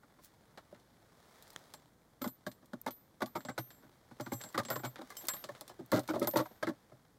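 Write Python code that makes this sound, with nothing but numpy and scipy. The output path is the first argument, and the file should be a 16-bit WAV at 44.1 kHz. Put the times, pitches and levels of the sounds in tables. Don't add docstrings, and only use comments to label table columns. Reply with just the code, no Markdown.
import sys
import numpy as np
from scipy import signal
from scipy.fft import rfft, irfft
from scipy.io import wavfile
from scipy.ndimage import uniform_filter1d

SR = 44100
rng = np.random.default_rng(int(sys.argv[2]) if len(sys.argv) > 2 else 0)


def int16_out(signal):
    q = np.round(np.clip(np.atleast_2d(signal).T, -1, 1) * 32767)
    wavfile.write(sys.argv[1], SR, q.astype(np.int16))


N = 316814

# (t/s, level/dB)
RUSTLE_LEVEL = [(0, -79.5), (.3, -75.5), (1.1, -74), (1.3, -66.5), (1.55, -65), (1.72, -68), (1.95, -79.5),
                (3.15, -78.5), (3.5, -74.5), (4.05, -74.5), (4.45, -65), (4.95, -70), (5.25, -58.5),
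                (5.5, -65.5), (5.85, -72), (6.2, -63), (6.55, -70.5), (7.18, -80)]
# (f/Hz, level/dB)
CLOTH_SPECTRUM = [(120, -14), (200, -10), (434, 1), (476, 0.5), (594, 0), (1030, -3), (15000, -25.5),
                  (16500, -13.5)]
# (t/s, half-length/s, extra level/dB, extra brightness/dB per octave)
SLEEVE_SWEEP = (.25, 0.031, 17.4, 7.9)
CALM_DB, BRIGHT_PER_DB = -75.5, 0.1339
# (f/Hz, level/dB)
HISS_SPECTRUM = [(18, -26), (30, -2), (150, 6), (332, 0.5), (399, -7), (533, -7.5), (2530, -22.5),
                 (15200, -22.5), (16500, -28)]
HISS_DB = -69

# (t/s, wall level/dB, contact/s, hardness = upper modes over the wall level/dB)
KNOCKS = [(0.031, -69.5, 0.0063, 5.5), (0.187, -64, 0.0067, 0), (0.576, -59, 0.0073, 5),
          (0.724, -51, 0.0016, -12), (1.739, -58.5, 0.0037, 4.5), (2.214, -39.5, 0.01, -7),
          (2.242, -41.5, 0.006, 1.5), (2.258, -37, 0.0063, -11.5), (2.276, -54.5, .0054, -0.5),
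          (2.465, -40, 0.0086, -3), (2.626, -60, 0.0019, -8), (2.732, -40.5, 0.006, -7.5),
          (2.863, -39.5, 0.016, 1), (2.88, -44, 0.01, -3), (3.205, -49, 0.0042, 2),
          (3.218, -35.5, 0.011, 0), (3.26, -61, 0.026, 3), (3.353, -40.5, 0.016, 1.5),
          (3.449, -46, 0.0039, -2.5), (3.485, -42.5, 0.015, 0), (3.578, -38, 0.0034, 1),
          (3.832, -62.5, 0.029, -6.5), (4.111, -54, 0.0069, -4), (4.198, -41, .012, -4),
          (4.264, -46.5, 0.0052, 0), (4.318, -38.5, 0.015, -4.5), (4.405, -62, 0.0095, 6.5),
          (4.439, -55, 0.026, -1), (4.544, -43.5, 0.012, 3), (4.576, -36.5, 0.024, 1.5),
          (4.654, -52, 0.0041, -9), (4.686, -49, 0.0068, 0), (4.702, -41.5, 0.031, 1),
          (4.757, -41.5, 0.0095, 1), (4.793, -53.5, .0051, 1.5), (4.834, -44, 0.021, -0.5),
          (4.848, -44.5, 0.016, 1), (4.987, -48.5, 0.0036, -4), (5.013, -50.5, 0.01, -0.5),
          (5.102, -66, .026, 12.5), (5.232, -54.5, 0.021, -7), (5.285, -67.5, 0.021, 24),
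          (5.337, -57.5, 0.017, 5), (5.443, -50, 0.011, -4), (5.489, -44, 0.0044, -3),
          (5.61, -53, .0056, -1.5), (5.696, -56.5, 0.021, 0.5), (5.79, -46, 0.021, -14.5),
          (5.918, -33.5, 0.0053, -1), (5.929, -28.5, 0.061, -7.5), (6.087, -34.5, 0.024, -5.5),
          (6.135, -37.5, 0.032, -7), (6.157, -34, 0.0049, -12), (6.178, -46, 0.038, -17),
          (6.215, -32.5, 0.039, -10), (6.271, -37, 0.0077, -2), (6.335, -38, 0.014, -8.5),
          (6.357, -30.5, 0.053, -3.5), (6.456, -56, .0055, 7.5), (6.508, -60, 0.018, -2.5),
          (6.628, -34, 0.0051, -2.5), (6.669, -34.5, 0.03, -8), (6.918, -58.5, 0.013, -7.5)]
# (f/Hz, level/dB, time to fall 60 dB/s)
CAVITY_MODES = [(125, 10.5, 0.14)]
# (f/Hz, level/dB, time to fall 60 dB/s)
WALL_MODES = [(213.6, -4.5, 0.064), (250, 3, 0.08), (320.8, 2, 0.066), (367, -10, 0.036),
              (591.4, -3.5, 0.081), (616.7, 2, 0.03)]
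# (f/Hz, level/dB, time to fall 60 dB/s)
UPPER_MODES = [(721, -3.5, 0.041), (849.4, 2, 0.032), (981.5, -1, 0.023), (1106.4, -3, 0.048),
               (1250, 1.5, 0.019), (1426, -1, 0.023), (1666, -3, 0.022), (1862, -6, 0.011),
               (2075, -8.5, 0.029), (2400, -19.5, 0.028)]
# (t/s, level/dB)
BOOM_LEVEL = [(2.2, -21.5), (2.5, -17.5), (3.3, -22.5), (3.6, -7), (4.3, -9), (4.6, -12.5), (4.85, -6.5),
              (5, -27), (5.9, -12.5), (6.1, -22), (6.35, -14), (6.6, -27), (6.9, -3)]
# (t/s, level/dB)
DEEP_LIFT = [(.7, 2), (2.25, 5), (2.8, -1.5), (3.5, 3), (4.6, 0.5), (5.2, -7.5), (6, -6.5), (6.7, -7.5)]
# (f/Hz, level/dB)
GRIT_SPECTRUM = [(1410, -3.5), (2400, -4), (2820, -0.5), (3890, 0), (4430, -0.5), (5250, -3), (9310, -7.5),
                 (11800, -10.5), (13100, -6), (16100, -12), (16500, -42)]
GRIT_DB, GRIT_PER_HARD = -9, 1

# (t/s, level near the peak/dB,
# brightness/dB per octave)
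TICKS = [(0.5751, -40.5, -6.5), (.247, -48, 12), (0.747, -49, -9.5), (0.798, -58, -1), (1.4245, -43.5, 4),
         (1.478, -52, 4), (1.504, -46, 5), (1.532, -49, 6), (1.7381, -38, 1), (2.2183, -35.5, -1.5),
         (2.2422, -38, 4), (2.2761, -37, 1.5), (2.466, -35.5, -2.5), (2.5155, -44, -1), (2.658, -53, 5.5),
         (2.815, -35.5, 18), (2.8647, -41, 9), (2.907, -40.5, -1.5), (3.2216, -43, 6), (3.26, -41, 1),
         (3.352, -47, -15), (3.406, -42.5, -7), (3.4501, -38, -4), (3.5797, -35.5, 1),
         (3.5871, -32.5, -4.5), (3.705, -42.5, -6), (4.2091, -37, 2), (4.262, -42, -6), (4.3341, -37, 2),
         (4.4133, -35.5, -2.5), (4.4378, -36.5, 0.5), (4.489, -47, 4), (4.527, -48, 4), (4.578, -29.5, 0),
         (4.634, -44, -1), (4.651, -34, -4), (4.6855, -38, -3), (4.7023, -30, 4.5), (4.8491, -31, -3),
         (4.9587, -37.5, -9.5), (4.982, -46, -9), (5.1034, -40.5, 3.5), (5.1695, -34, 7), (5.222, -52, 2),
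         (5.253, -39.5, 4), (5.2705, -34, 14), (5.2845, -19.5, 3), (5.3364, -35, -3), (5.367, -42, -6),
         (5.441, -33, -2.5), (5.55, -40, -7.5), (5.61, -33.5, 4.5), (5.6788, -39, 0.5), (5.6949, -45.5, 0),
         (5.8614, -48, 17), (5.9177, -27.5, 6.5), (5.9935, -32, 2), (6.034, -47.5, 3.5),
         (6.0773, -36.5, -0.5), (6.1964, -34, 7), (6.227, -32, -0.5), (6.2731, -22.5, 8),
         (6.3121, -40.5, 4), (6.3716, -25.5, 2.5), (6.6269, -28, -9.5)]
# (f/Hz, level/dB, time to fall 60 dB/s)
WIRE_MODES = [(4210, -12, 0.076), (7628, -16.5, 0.15), (8340, -25.5, 0.14), (9670, -11, 0.059)]
# (t/s, level/dB, modes as (f/Hz, level/dB, time to fall 60 dB/s))
TWIG = (1.5622, -29.5, [(1890, -2.5, 0.0042), (3260, -0.5, 0.0042), (6500, 1.5, 0.0013)])

PART_HZ = {"ring": [13119, 13692], "link": [13222, 8320], "hook": [13823], "pin": [6040], "rod": [7628],
           "clip": [3050, 5200]}
PART_MODES = {"ring": [(0, 0.27), (1.5, 0.34)], "link": [(0, 0.51), (-11, .13)], "hook": [(0, 0.69)],
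              "pin": [(0, 0.34)], "rod": [(0, 0.47)], "clip": [(0.44, 0.082), (-2.2, 0.1)]}
# (t/s, part, level/dB, time until touched/s)
STRIKES = [(1.737, "rod", -68, 0.026), (2.217, "ring", -46.5, 0.083), (2.217, "rod", -56, .064),
           (2.276, "ring", -52, 0.08), (2.275, "rod", -59, 0.027), (2.466, "ring", -60, .09),
           (1.737, "link", -72, 0.036), (2.907, "ring", -51.5, .2), (3.26, "ring", -59.5, .11),
           (3.355, "ring", -57, .14), (3.355, "rod", -59.5, 0.084), (3.45, "rod", -53.5, 0.082),
           (3.585, "hook", -60, .075), (3.58, "pin", -60.5, .19), (4.208, "pin", -62, .12),
           (4.32, "pin", -57, .2), (5.167, "pin", -59, 0.034), (3.587, "link", -47.5, .4),
           (3.704, "rod", -62.5, 0.099), (4.208, "hook", -59, .25), (4.208, "rod", -58.5, .14),
           (4.32, "link", -47, .28), (4.32, "rod", -47, .19), (4.415, "rod", -47, 0.084),
           (4.651, "rod", -48.5, 0.044), (4.702, "ring", -42, .21), (4.702, "hook", -50, .14),
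           (4.702, "rod", -45.5, 0.11), (4.72, "link", -58, 0.19), (4.85, "link", -59, 0.11),
           (4.85, "hook", -52, 0.048), (4.85, "rod", -48, 0.031), (5.167, "link", -46.5, 0.074),
           (5.167, "rod", -47, 0.041), (5.168, "clip", -47.5, .035), (5.284, "link", -42.5, 0.049),
           (5.284, "rod", -37.5, 0.052), (5.284, "clip", -52, .03), (5.338, "link", -44.5, 0.089),
           (5.695, "clip", -58, 0.0099), (5.92, "ring", -50, .16), (5.92, "rod", -60, 0.11),
           (6.09, "ring", -60, .16), (6.272, "ring", -35.5, .026), (6.272, "link", -40.5, .4),
           (6.272, "hook", -50, .4), (6.272, "rod", -55, 0.036), (6.36, "ring", -45, 0.03)]
DAMPED_T60_S = 0.093

# (f/Hz, level/dB)
MIC_COLOUR = [(2100, 0.5), (2700, -7.5), (3400, 1.5), (11000, -1), (12000, -1.5), (13000, 1), (15700, -3.5),
              (16000, -15)]
EDGE_HZ = 16600


def amp(db):
    return 10 ** (np.asarray(db) / 20)


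def evened(x):
    return x / np.sqrt(np.mean(x ** 2) + 1e-20)


def read(points, hz):
    f, value = np.transpose(points)
    return np.interp(np.log(hz + 1), np.log(f + 1), value)


def level_at(points, t):
    return np.interp(t, *np.transpose(points))


def add(mix, s, sound):
    part = mix[round(s * SR):][:len(sound)]
    part += sound[:len(part)]


def coloured(x, points, tilt_db=0):
    hz = np.fft.rfftfreq(len(x), 1 / SR)
    octaves = np.log2(np.maximum(hz, 1500) / 6000)
    return irfft(rfft(x) * amp(read(points, hz) + tilt_db * octaves), len(x))


def ringing(modes, spread_db, detune, tilt_db=0, count=1):
    hz, db, t60 = np.repeat(modes, count, axis=0).T[:, :, None]
    t = np.arange(SR // 5) / SR
    share, shift = rng.standard_normal((2, *hz.shape))
    swell = np.minimum(t * hz / 2.46, 1)
    level_db = db + tilt_db * np.log2(hz / hz[0]) + spread_db * share
    tones = np.sin(2 * np.pi * hz * (1 + detune * shift) * t)
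    return (swell * amp(level_db - 60 * t / t60) * tones).sum(0)


def rustle():
    grains = amp(4.6 * np.minimum(rng.exponential(1, N), 4)) * (rng.random(N) < 300 / SR)
    fading_grains = signal.lfilter([1], [1, -np.exp(-1 / (0.0013 * SR))], grains)
    rough = 0.5 + 0.22 * evened(fading_grains)
    cloth = coloured(rough * rng.standard_normal(N), CLOTH_SPECTRUM)

    hz, t, slices = signal.stft(cloth, SR, nperseg=512)
    treble_power = (abs(slices[hz > 2500]) ** 2).sum(0)
    slices = slices / np.sqrt(np.mean(treble_power))
    sweep_s, half_s, sweep_db, sweep_bright_db = SLEEVE_SWEEP
    level_db = level_at(RUSTLE_LEVEL, t)
    sweep = np.exp(-((t - sweep_s) / half_s) ** 2)
    bright_db = BRIGHT_PER_DB * (level_db - CALM_DB) + sweep_bright_db * sweep
    tilt_db = np.log2((hz[:, None] + 100) / 6000) * bright_db
    gain = amp(level_db + sweep_db * sweep + tilt_db)
    return signal.istft(slices * gain, SR, nperseg=512)[1][:N]


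def hiss():
    return amp(HISS_DB) * evened(coloured(rng.standard_normal(N), HISS_SPECTRUM))


def knock(db, contact, upper_db, cavity_db, deep_db):
    t = np.arange(SR // 8) / SR
    let_go_db = 60 * np.maximum(t - 0.84 * contact, 0) / (0.058 + 0.5 * contact)
    press = np.minimum(t / 0.00049, 1) * amp(-let_go_db)
    blow = 1 + 3.5 * np.exp(-t / 0.0024)
    jumps = amp(2.49 * rng.exponential(1, len(t)))
    chatter = rng.standard_normal(len(t)) * jumps * press * blow

    out = np.zeros(3 * SR // 8)
    wall = [(hz, mode_db + deep_db * (k < 2), t60) for k, (hz, mode_db, t60) in enumerate(WALL_MODES)]
    # modes, level over the wall level/dB, extra time used for levelling/s, detune as a share of pitch
    groups = ((wall, 0, 0.008, 0.04),
              (UPPER_MODES, upper_db, 0.008, 0.06),
              (CAVITY_MODES, cavity_db, 0.03, 0.01))
    for modes, level_db, settle, detune in groups:
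        response = ringing(modes, 2.3, detune, 0.42 * upper_db, count=3)
        body = signal.fftconvolve(chatter, response)
        strength = np.std(body[:int((contact + settle) * SR)])
        add(out, 0, amp(db + level_db) * body / strength)

    slips = amp(3.0 * evened(uniform_filter1d(rng.standard_normal(len(t)), size=90)))
    grit = evened(slips * coloured(rng.standard_normal(len(t)), GRIT_SPECTRUM, -1.7))
    add(out, 0, amp(db + GRIT_DB + GRIT_PER_HARD * upper_db) * press * grit)
    return out


def tick(db, bright_db):
    t = np.arange(SR // 8) / SR
    noise = evened(coloured(rng.standard_normal(len(t)), GRIT_SPECTRUM, bright_db))
    tail_t60 = 0.063 * amp(-0.6 * bright_db)
    crack = noise * (amp(-60 * t / 0.0058) + amp(-4.5 - 60 * t / tail_t60))
    wire = amp(-1.5 * abs(bright_db)) * ringing(WIRE_MODES, 2.2, 0.00056)[:len(t)]
    return amp(db - 7.5) * (crack + wire)


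def twig_snap(db, modes):
    t = np.arange(SR // 50) / SR
    return sum(amp(db + mode_db - 60 * t / t60) * np.sin(2 * np.pi * hz * t) for hz, mode_db, t60 in modes)


def free_parts():
    out = np.zeros(N)
    for s, part, db, free in STRIKES:
        t = np.arange(int((free + 0.05) * SR)) / SR
        touch_db = 60 * np.maximum(t - free, 0) / DAMPED_T60_S
        onset = np.minimum(t / 0.0014, 1)
        for hz, (mode_db, t60) in zip(PART_HZ[part], PART_MODES[part]):
            fall_db = 60 * t / t60 + touch_db
            tone = np.sin(2 * np.pi * (hz * t + rng.random()))
            add(out, s, amp(db + mode_db - fall_db) * onset * tone)
    return out


def scene():
    near = rustle()
    for s, *row in KNOCKS:
        add(near, s, knock(*row, level_at(BOOM_LEVEL, s), level_at(DEEP_LIFT, s)))
    for s, *row in TICKS:
        add(near, s, tick(*row))
    snap_s, snap_db, snap_modes = TWIG
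    add(near, snap_s, twig_snap(snap_db, snap_modes))
    near = near + free_parts()
    bass_cut = signal.butter(4, 90., "high", fs=SR, output="sos")
    return (signal.sosfilt(bass_cut, near) + hiss())[None]


def record(dry):
    hz = np.linspace(0, SR / 2, 257)
    colour = signal.firwin2(255, hz, amp(read(MIC_COLOUR, hz)), fs=SR)
    band_limit = signal.firwin(255, EDGE_HZ, window=("kaiser", 9), fs=SR)
    return signal.oaconvolve(dry, np.convolve(colour, band_limit)[None], "same")


dry = scene()
out = record(dry)
int16_out(out)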